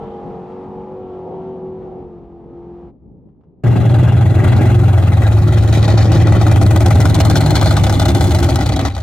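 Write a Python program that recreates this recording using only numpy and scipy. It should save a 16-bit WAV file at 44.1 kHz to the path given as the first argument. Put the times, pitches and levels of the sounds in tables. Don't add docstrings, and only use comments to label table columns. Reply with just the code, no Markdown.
import sys
import numpy as np
from scipy import signal
from scipy.fft import rfft, irfft, next_fast_len
from scipy.io import wavfile
from scipy.ndimage import uniform_filter1d, minimum_filter1d, map_coordinates

SR = 44100
rng = np.random.default_rng(int(sys.argv[2]) if len(sys.argv) > 2 else 0)


def log_audio(samples):
    frames = np.atleast_2d(samples).T
    limited = np.clip(frames, -1, 1)
    pcm = np.round(limited * 32767).astype(np.int16)
    wavfile.write(sys.argv[1], SR, pcm)


N = 397782
TIME, FREQS = np.arange(N) / SR, np.maximum(np.arange(N // 2 + 1) * SR / N, 1)
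LIFT_OFF_S, ARRIVES_S, LEAVES_S = 2.88, 3.636, 8.89
GONE = TIME > LEAVES_S


def from_db(db):
    return 10 ** (np.asarray(db) / 20)

def rms_one(x):
    return x / np.sqrt(np.mean(x ** 2) + 1e-20)

def in_time(rows):
    s, *columns = np.transpose(rows)
    return [np.interp(TIME, s, c) for c in columns]

def at_hz(points):
    hz, value = np.transpose(points)
    return np.interp(np.log(FREQS), np.log(hz), value)

def filtered(x, gain):
    size = next_fast_len(N, True)
    response = np.interp(np.arange(size // 2 + 1) * SR / size, FREQS, gain)
    return irfft(rfft(x, size) * response, size)[..., :N]

def resonance(x, hz, width):
    r = np.exp(-np.pi * width / SR)
    for _ in range(2):
        x = rms_one(signal.lfilter([1, 0, -1], [1, -2 * r * np.cos(2 * np.pi * hz / SR), r * r], x))
    return x

def delayed(channels, lag):
    return np.array([map_coordinates(c, [np.arange(N) - lag], order=3, mode="nearest") for c in channels])

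def drift(rate_hz):
    r = np.exp(-80 * np.pi * rate_hz / SR)
    slow = signal.lfilter([1], [1, -2 * r, r * r], rng.standard_normal(N // 40 + 2002))[2000:]
    return np.interp(np.arange(N) / 40, np.arange(len(slow)), rms_one(slow))

def noise():
    return rng.standard_normal((2, N))

def coloured(spectrum, drive):
    # frequency_hz, coherence
    likeness = [(30, .6), (70, .75), (130, .88), (290, .8), (640, .78), (1400, .62), (3500, .62),
                (8000, .8), (15000, .85)]
    alike, gain = at_hz(likeness), from_db(at_hz(spectrum))
    mid = filtered(drive[0], gain * np.sqrt(1 + alike))
    side = filtered(drive[1], gain * np.sqrt(1 - alike))
    return rms_one(np.array([mid + side, mid - side]))

def turned(speed):
    return np.cumsum(in_time(speed)[0]) / SR

def whole_turns(phase):
    return np.flatnonzero(np.diff(np.floor(phase)) > 0)

def bursts(times_s, level_db, spread_db, rise_s, decay_s):
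    out, age, chance = np.zeros(N), np.arange(SR // 10) / SR, rng.standard_normal(N)
    shape = (1 - np.exp(-(age / rise_s) ** 2)) * np.exp(-age / decay_s)
    for s, db, luck in zip(times_s, level_db, chance):
        start = int(s * SR)
        out[start:start + len(age)] += (from_db(db + spread_db * luck) * shape / shape.max())[:N - start]
    return out

def engine_tone(cycles, orders, waver_db, waver_hz, smear_rad):
    tone = 0
    for order, db in orders:
        amplitude = from_db(db + waver_db * drift(waver_hz))
        phase = 2 * np.pi * (order * cycles + rng.random())
        tone += amplitude * np.sin(phase + smear_rad * order / 8 * drift(waver_hz))
    return tone

def leading_racer():
    # time_s, cycle_hz
    speed = [(0, 45.9), (.3, 45.0), (.42, 45.1), (.55, 46.2), (.95, 46.8), (1.12, 46.1), (1.47, 47.1),
             (1.62, 46.7), (1.75, 46.85), (2.02, 45.8), (2.28, 42.7), (2.75, 43.65), (2.95, 43.5)]
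    # time_s, firing_db, overtones_db
    levels = [(0.03, -41, -28), (0.06, -36.5, -33.5), (1.24, -32, -34.5), (1.32, -36, -33.5),
              (1.41, -27.5, -33.5), (1.99, -34.5, -40.5), (2.28, -44, -47.5), (2.58, -37, -41),
              (2.86, -38.5, -46.5)]
    # order, level_db
    orders = [(2, -12.5), (3, -16.5), (4, -6), (5, -10.5), (6, -11), (7, -16.5), (9, -9), (10, -3),
              (11, -5.5), (12, -15), (13, -13), (14, -17.5), (15, -15), (16, -6.5), (17, -12), (18, -12),
              (19, -14), (20, -15.5), (21, -16.5), (23, -26), (24, -23), (26, -30), (29, -24)]
    cycles = turned(speed)
    firing_db, overtones_db = in_time(levels)
    firing = engine_tone(cycles, [(8, 0)], waver_db=1.2, waver_hz=6, smear_rad=.05)
    overtones = engine_tone(cycles, orders, waver_db=3.5, waver_hz=4, smear_rad=.12)
    return from_db(firing_db + 2.8) * firing + from_db(overtones_db - 1.8) * overtones

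def chasing_racer():
    # time_s, cycle_hz
    speed = [(0, 51.2), (.38, 50.5), (.6, 52), (1.0, 52.5), (1.13, 43), (1.4, 42.4), (1.75, 42.4),
             (1.95, 43.2), (2.9, 43.6)]
    # time_s, level_db, upper_overtones_db
    levels = [(0, -45.5, 10.5), (.4, -52, 7.5), (.9, -45, 7.5), (1.15, -44.5, -14), (1.4, -42, 4.5),
              (2.0, -40, -9), (2.35, -45.5, -13), (2.9, -43.5, -20)]
    # order, level_db
    orders = [(2, -16.5), (3, -8.5), (4, 3), (5, -1.5), (6, -9.5), (8, 0.5), (9, -4.5), (10, -15.5),
              (12, -25.5), (16, -2), (17, -16.5), (18, -18.5), (19, -16.5), (23, -18)]
    # time_s, boost_db
    wail = [(0, 0), (.2, 5), (.5, 2), (.65, 0)]
    level_db, bright_db = in_time(levels)
    wail_db, = in_time(wail)
    voiced = [(k, db + bright_db * (k > 8) + wail_db * (k == 16)) for k, db in orders]
    return from_db(level_db) * engine_tone(turned(speed), voiced, waver_db=4, waver_hz=.92, smear_rad=.12)

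def far_roar(throttle):
    # frequency_hz, density_db
    spectrum = [(15, -45.5), (25, -18), (32, -9.5), (38, -5.5), (107, -0.5), (172, 3), (419, -8),
                (447, -9.5), (726, -24), (800, -20), (1200, -43.5), (1560, -70), (2640, -120)]
    level_db = -39.5 - 1.33 * TIME - 2.5 * (1 - throttle)
    return from_db(level_db + 2.6 * drift(8)) * coloured(spectrum, noise())

def far_rasp(throttle):
    # frequency_hz, density_db
    spectrum = [(240, -29.5), (400, -3), (461, -5.5), (517, -4.5), (571, -12.5), (815, -4.5), (1040, -12),
                (1210, -12.5), (1460, -22.5), (1900, -27.5), (2930, -32.5), (8900, -57), (10600, -78.5),
                (15600, -117)]
    # start_s, level_db
    knocks = [(3.286, -55), (3.407, -51), (3.434, -49)]
    knock_s, knock_db = np.transpose(knocks)
    knocking = bursts(knock_s, knock_db - 9, spread_db=0, rise_s=.002, decay_s=.01)
    upshift_dip_db = 4 * np.exp(-((TIME - 2.32) / .19) ** 2)
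    level = throttle * from_db(-39 - 4.5 * TIME - upshift_dip_db) + from_db(-72) + knocking
    return level * from_db(.7 * drift(11) + 1.1 * drift(1.5)) * coloured(spectrum, noise())

def breeze():
    # time_s, level_db
    gusts = [(0, -49), (.9, -61.5), (1.6, -58), (2.0, -42.5), (2.8, -48.5), (3.6, -57)]
    # frequency_hz, density_db
    spectrum = [(15, -24.5), (32, -11), (60, 8), (100, -8), (200, -20.5), (600, -92)]
    level = from_db(in_time(gusts)[0] + 2 * drift(4))
    return level * rms_one(filtered(noise() + 1.7 * rng.standard_normal(N), from_db(at_hz(spectrum))))

def exhaust_surges():
    # centre_s, length_s, level_db
    hoarse_swells = [(1.318, .15, -34), (1.915, 0.23, -36.5)]
    # centre_s, length_s, level_db
    sizzle_swells = [(.08, 0.28, -62), (1.1, .25, -68), (1.45, 0.33, -69)]
    # frequency_hz, density_db
    spectrum = [(150, -18), (230, -6.5), (480, 1.5), (600, -9), (800, -2.5), (950, -20.5), (1500, -46),
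                (3000, -120)]
    hoarse, sizzle = (sum(from_db(db) * np.exp(-(2 * (TIME - s) / length) ** 4) for s, length, db in rows)
                      for rows in (hoarse_swells, sizzle_swells))
    return hoarse * coloured(spectrum, noise()) + sizzle * resonance(noise(), hz=3050, width=900)

def racers():
    throttle = np.clip(1 - (TIME - LIFT_OFF_S) / .041, 0, 1)
    engines = leading_racer() + chasing_racer()
    background = far_roar(throttle) + far_rasp(throttle) + breeze()
    return ((engines + exhaust_surges()) * throttle + background) * from_db([[.35], [-.35]])

def side_on(s):
    return np.interp(s, [5.3, 6.7], [0, 1])

def firings(cycles, jitter_s, uneven_db):
    at = whole_turns(8 * cycles)
    timing, strength = rng.standard_normal((len(at), 2)).T
    pulses = np.zeros(N)
    pulses[np.clip(at + (jitter_s * SR * timing).astype(int), 0, N - 1)] = from_db(uneven_db * strength)
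    return rms_one(pulses)

def boom(cycles, lope):
    # time_s, lower_to_upper_ratio
    throb = [(3.7, 0.49), (4.3, 0.94), (4.75, 0.59), (5.05, 1.67), (5.3, 0.64), (5.7, 0.44), (6.2, 0.43),
             (6.9, 0.64), (7.4, 0.51), (8.8, 0.22)]
    # order, level_db
    orders = [(5, -26), (6, -27), (7, -8), (8, -8), (9, -7.5), (10, -8), (12, -30), (13, -19.5),
              (14, -15.5), (15, -13.5), (16, -17.5), (19, -20.5), (20, -24.5)]
    # frequency_hz, density_db
    shudder = [(15, -19), (30, -32), (45, -4), (65, 16.5), (90, 21), (130, -32.5)]
    ratio, = in_time(throb)
    upper = np.exp(2j * np.pi * 11 * cycles)
    tone = upper * (1 - ratio * np.exp(-2j * np.pi * lope)) / np.sqrt(1 + ratio ** 2)
    steepened = np.imag(tone + .047 * (.53 * tone ** 2 + .15 * tone ** 3))
    uneven = .5 + .55 * side_on(TIME - 1)
    lumps = uneven * engine_tone(cycles, orders, waver_db=2.4, waver_hz=2, smear_rad=.4)
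    return rms_one(steepened + lumps) + from_db(-22) * coloured(shudder, noise())

def barks(cycles, lope, growl_db, hiss_db):
    # start_s, growl_db, crack_db, burn_s
    hard_barks = [(5.725, -21, -25, .06), (5.827, -20, -28, .035), (5.878, -16, -23, .05),
                  (5.974, -19, -24, .085), (6.117, -17, -24, .065), (6.2, -18, -29, .025),
                  (6.268, -18, -29, .04), (6.321, -14, -28, .05), (6.412, -14, -27, .03),
                  (6.465, -10, -26, .018), (6.513, -13, -29, .022), (6.559, -14, -29, .022),
                  (6.613, -13, -27, .024), (6.708, -14, -27, .025), (6.76, -13, -27, .02),
                  (6.805, -16, -28, .025), (6.86, -14, -25, .018), (6.906, -14, -28, .018),
                  (7.002, -17, -24, .028), (7.053, -11, -24, .018), (7.144, -17, -23, .025),
                  (7.201, -14, -21, .015), (7.249, -18, -28, .022), (7.298, -16, -21, .03),
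                  (7.355, -11, -21, .028), (7.404, -16, -23, .024), (7.46, -17, -25, .025),
                  (7.504, -12, -21, .018), (7.553, -17, -18, .024), (7.611, -12, -20, .032),
                  (7.657, -13, -23, .03), (7.707, -14, -23, .02), (7.767, -13, -21, .014),
                  (7.836, -14, -22, .012), (7.865, -18, -23, .012), (7.895, -17, -23, .011),
                  (7.924, -11, -20, .014), (7.995, -13, -20, .012), (8.016, -17, -24, .012),
                  (8.054, -16, -22, .012), (8.083, -17, -21, .02), (8.146, -14, -21, .022),
                  (8.208, -13, -21, .018), (8.24, -18, -24, .018), (8.307, -16, -22, .016),
                  (8.487, -15, -24, .024), (8.556, -15, -18, .008), (8.608, -17, -25, .014),
                  (8.69, -19, -26, .012), (8.72, -19, -27, .014), (8.761, -16, -23, .012),
                  (8.791, -15, -25, .018), (8.85, -17, -25, .022)]
    stray_share, strays_from_s, gap_s, burn_s = .2, 7.3, .021, .019
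    regular = whole_turns(lope)
    at = np.concatenate([regular, whole_turns(8 * cycles)])
    stray, s = np.arange(len(at)) >= len(regular), at / SR
    strength_db = 1.5 * rng.standard_normal(len(at)) + 5 * stray - 2 * (1 - side_on(s))
    sounds = ~stray | ((rng.random(len(at)) < stray_share) & (s > strays_from_s))
    hard = np.array(hard_barks)
    since = s[:, None] - hard[:, 0]
    clear = ((since < -gap_s) | (since > hard[:, -1] + gap_s)).all(axis=1)
    ordinary = np.column_stack([s, growl_db[at] + 1 + strength_db, hiss_db[at] + 4.5 + strength_db,
                                np.full(len(s), burn_s)])
    return np.vstack([hard, ordinary[sounds & clear & (s > ARRIVES_S)]]).T

def afterburn(bark_s, level_db, length_s):
    out, age = np.zeros(N), np.arange(SR // 6) / SR
    for s, db, length in zip(bark_s, level_db, length_s):
        start = int(s * SR)
        shape = (1 - np.exp(-age / .0067)) * np.exp(-(age / length) ** 2)
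        out[start:start + len(age)] += (from_db(db) * shape)[:N - start]
    return out

def growl(flow_db, gas, kicks, bark_s, bark_db, burn_s):
    # frequency_hz, density_db
    spectrum = [(250, 3.5), (420, -3.5), (469, -2), (550, 2), (676, -1.5), (780, 5), (974, -4.5),
                (1110, -5), (1270, -9), (1450, -6), (1710, -11.5), (1970, -10), (2150, -12), (2410, -12.5),
                (2800, -18.5), (3640, -18.5), (6160, -120)]
    barking = bursts(bark_s, bark_db - 10, spread_db=.8, rise_s=.0012, decay_s=.006)
    level = from_db(flow_db) + barking + afterburn(bark_s, bark_db - 13, burn_s)
    return level * coloured(spectrum, noise() * gas + .17 * kicks)

def snaps(bark_s, snap_db):
    spit = bursts(bark_s, snap_db - 9, spread_db=2.5, rise_s=.0005, decay_s=.0014)
    return spit + bursts(bark_s, snap_db - 7, spread_db=1.5, rise_s=.003, decay_s=.0025)

def header_rings(bark_s, bark_db, snap_db, spread_db=2.8, detune=.018):
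    # pitch_hz, width_hz, level_db
    modes = [(638, 17, -4.5), (801, 56, -0.5), (1269, 46, -10.5), (1478, 87, -8), (1989, 20, -15.5),
             (2386, 34, -18), (2990, 22, -16), (3500, 37, -11), (3887, 23, -15), (4175, 78, -7),
             (5010, 30, -15), (5570, 59, -16.5), (5850, 76, -10), (6600, 32, -14), (8100, 87, -10)]
    hz, width, db = np.transpose(modes)
    high, age = hz > 2800, np.arange(SR // 25)[:, None] / SR
    rise_s = np.where(high, .003, .0015)
    shape = (1 - np.exp(-(age / rise_s) ** 2)) * np.exp(-np.pi * width * age)
    shape /= shape.max(axis=0)
    out, chance = np.zeros((2, N + len(age))), rng.standard_normal((len(bark_s), 3, len(hz)))
    for s, low_db, high_db, (luck, sharp, turn) in zip(bark_s, bark_db, snap_db, chance):
        strength = from_db(np.where(high, high_db, low_db) + db + spread_db * luck)
        rings = strength * shape * np.sin(2 * np.pi * (hz * (1 + detune * sharp) * age + turn))
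        start = int(s * SR)
        out[:, start:start + len(age)] += [rings @ ~high, rings @ high]
    return out[:, :N]

def crackle(gas):
    # frequency_hz, density_db
    spectrum = [(1530, -15), (2000, -2), (2450, 3), (2720, -17), (2960, 7.5), (3130, 1), (3500, 6),
                (3830, 6), (4230, 7.5), (4750, 2), (4970, 2.5), (5350, 0), (6350, 1.5), (8780, -2.5),
                (10200, -7), (12400, -7.5), (13700, -26), (15100, -6), (16000, -16), (17000, -60)]
    flicker_db = (3.5 * drift(400) + 1.3 * drift(80)) * (.5 + .5 * side_on(TIME))
    return coloured(spectrum, noise() * gas * from_db(flicker_db))

def front_rasp(gas, growl_db):
    # centre_hz, width_hz, level_db
    bands = [(1628, 85, -15), (2800, 270, -25)]
    # time_s, level_db
    levels = [(3.65, 4), (4.0, 0), (4.09, 4), (4.25, 2), (5.3, -2), (6.5, -19)]
    rasp = sum(from_db(db) * resonance(rng.standard_normal(N) * gas, hz, width) for hz, width, db in bands)
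    return from_db(growl_db + in_time(levels)[0]) * rasp

def beam(start, end, fade_s=.083):
    return np.interp(TIME, [start - fade_s, start, end, end + fade_s], [0, 1, 1, 0])

def radiated(x):
    # centre_hz, width_hz, extra_gain, start_s, end_s
    lobes = [(2750, 450, .5, 4.03, 4.15), (3310, 120, 0.29, 3.7, 6.5), (3930, 200, 0.63, 3.15, 5.8),
             (7200, 170, 0.47, 3.3, 5.3), (1960, 67, 0.32, 5.5, 6.6), (2500, 99, 1.3, 6.2, 5.9),
             (6520, 290, 1.6, 8.8, 6.75), (4200, 220, 0.95, 7.25, 7.7), (3480, 200, .3, 7.6, 8.3),
             (4260, 170, 1.0, 8.45, 7.8)]
    # time_s, delay_ms, share
    echo = [(3.6, 1.48, .3), (5.0, 1.51, .27), (5.6, 1.6, .3), (6.4, 1.6, .33), (7.2, 1.42, .15),
            (8.1, 1.42, .22), (8.8, 1.55, .22)]
    for hz, width, gain, start, end in lobes:
        x = x + gain * beam(start, end) * signal.lfilter(*signal.iirpeak(hz, hz / width, fs=SR), x)
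    delay_ms, share = in_time(echo)
    return x + share * delayed(x, delay_ms * SR / 1000)

def hot_gas_colour(x):
    for hz in np.geomspace(1000, 5400, 11):
        gain = from_db(3.6 * np.clip(drift(22), -2, 1.8) - .7)
        x = x + (gain - 1) * signal.lfilter(*signal.iirpeak(hz, Q=9, fs=SR), x)
    return x

def tailpipe_hum(pulses):
    # pitch_hz, width_hz, level_db, start_s, end_s
    mouths = [(354, 13, -25.5, 4.72, 4.82), (358.3, 14, -28.5, 5.35, 5.6), (145.6, 30, -20.5, 7.05, 7.8),
              (319, 104, -25, 6.15, 6.8), (286, 58, -23, 7.05, 7.6), (274.3, 65, -24.5, 8.0, 8.9),
              (341, 27, -23.5, 8.1, 8.55)]
    drive, hum = pulses + .5 * rng.standard_normal(N), 0
    for hz, width, db, start, end in mouths:
        tone = resonance(drive, hz, width)
        evened = tone / np.sqrt(uniform_filter1d(tone ** 2, size=SR // 12) + 1e-6)
        hum += from_db(db) * beam(start, end) * evened
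    return hum

def at_the_ears(body, crack):
    # time_s, right_lag_samples, top_hiss_db
    bearing = [(3.6, 0.34, 2.5), (4.5, 2.3, 5), (5.3, 3.6, 4), (6.0, 1.0, -7), (6.6, 1.4, 4.5),
               (7.0, 1.8, 3), (7.6, 2.7, 1), (8.3, 3.7, 2), (9.02, 3.6, -4)]
    # frequency_hz, lag_rad
    phase_lag = [(2000, .5), (4000, 1.2), (6000, 1.4), (8500, 2.0), (12000, 1.5)]
    # frequency_hz, left_minus_right_db
    lean = [(100, .3), (300, .6), (600, 1.5), (850, 4), (1200, 7.5), (2000, 1), (3500, -.5), (5500, 1.5),
            (12000, 0)]
    ear_lag, top_db = in_time(bearing)
    top = filtered(crack, np.interp(FREQS, [5500, 9000], [0, 1]))
    crack = radiated(crack + (from_db(top_db) - 1) * top)
    left = body[0] + crack[0]
    right = delayed([body[1]], ear_lag)[0] + filtered(crack[1], np.exp(-1j * at_hz(phase_lag)))
    lean_db = at_hz(lean)
    return np.array([filtered(left, from_db(lean_db / 2)), filtered(right, from_db(-lean_db / 2))])

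def near_v8():
    # time_s, cycle_hz
    idle = [(3.63, 10.6), (3.8, 10.65), (4.1, 11.0), (4.3, 11.0), (4.55, 10.85), (4.85, 10.6), (5.1, 10.1),
            (5.33, 9.65), (5.6, 9.78), (5.95, 9.75), (6.2, 10.05), (6.6, 9.95), (7.05, 9.9), (7.28, 9.55),
            (7.6, 9.5), (7.95, 9.2), (8.25, 9.35), (8.6, 9.15), (9.02, 8.8)]
    # time_s, lead_turns
    slip = [(3.63, .33), (4.0, .42), (4.5, .72), (4.85, .98), (5.4, 1.2), (5.9, 1.2), (6.1, 1.45),
            (6.42, 1.5), (6.9, 1.76), (7.1, 2.08), (7.55, 2.22), (8.05, 2.1), (8.4, 2.8), (9.02, 3.6)]
    # time_s, boom_db, pipe_db, growl_db, hiss_db
    levels = [(3.65, -10, -15.5, -25.5, -45.5), (4.15, -8, -22, -25.5, -46.5), (4.36, -10, -19, -26, -44.5),
              (4.55, -10, -15.5, -22.5, -43), (4.75, -8, -20.5, -24, -42.5), (5.25, -7, -24, -24, -42.5),
              (5.75, -8.5, -20.5, -24.5, -35.5), (6.3, -7.5, -17.5, -21, -39), (6.9, -7, -18.5, -23, -37.5),
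              (7.5, -11.5, -18.5, -20.5, -33.5), (8.3, -14.5, -21.5, -22, -32),
              (8.85, -20, -24.5, -23, -35.5)]
    # frequency_hz, density_db
    pipe_spectrum = [(74, -24.5), (125, 0.5), (140, -4.5), (185, -8), (221, -15), (275, -13), (350, -12),
                     (409, -18), (470, -28), (610, -20), (1030, -120)]
    cycles = turned(idle)
    lope = 2 * cycles + in_time(slip)[0]
    boom_db, pipe_db, growl_db, hiss_db = in_time(levels)
    bark_s, bark_db, crack_db, burn_s = barks(cycles, lope, growl_db, hiss_db)
    snap_db = crack_db - 6 * (1 - side_on(bark_s))
    pulses = firings(cycles, jitter_s=.00065, uneven_db=7.5)
    kicks = (pulses - pulses.mean()) * [[1], [0]]
    puffs = rms_one(signal.lfilter([1], [1, -np.exp(-1 / (.036 * SR))], pulses))
    gas = rms_one(.98 + .54 * puffs)
    barks_so_far = np.interp(TIME, np.sort(bark_s), np.arange(len(bark_s)))
    flow = np.cos(2 * np.pi * (barks_so_far - .33))
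    distance_gain = from_db(-11 * GONE)

    low = from_db(boom_db + .33 - 2.7 * GONE) * boom(cycles, lope)
    pipe = from_db(pipe_db + 3) * coloured(pipe_spectrum, noise() * [[.8], [1.2]] + .66 * kicks)
    growling = growl(growl_db + .5 + 2.2 * flow, gas, kicks, bark_s, bark_db, burn_s)
    hiss_level = from_db(hiss_db - 3 + 2.7 * flow)
    crack_level = hiss_level + snaps(bark_s, snap_db) + afterburn(bark_s, crack_db - 9, burn_s)
    low_rings, high_rings = header_rings(bark_s, bark_db, snap_db)
    crack = from_db(-9 * GONE) * crack_level * crackle(gas) + distance_gain * from_db(-2) * high_rings
    rasp = .72 * radiated(distance_gain * (growling + low_rings) + front_rasp(gas, growl_db))
    body = low + distance_gain * (pipe + tailpipe_hum(pulses)) + rasp
    return hot_gas_colour(at_the_ears(body, crack))

def scene():
    near = np.clip((TIME - ARRIVES_S) / .002, 0, 1)
    return (1 - near) * racers() + near * near_v8()

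def record(dry):
    thinned = signal.sosfilt(signal.butter(3, 24, "high", fs=SR, output="sos"), dry)
    over_db = np.maximum(20 * np.log10(np.abs(thinned).max(axis=0) / .8 + 1e-9), 0)
    gain_db = uniform_filter1d(minimum_filter1d(-over_db, size=300), size=300)
    return signal.sosfilt(signal.cheby2(14, 70, 16900, fs=SR, output="sos"), thinned * from_db(gain_db))


dry = scene()
out = record(dry)
log_audio(out)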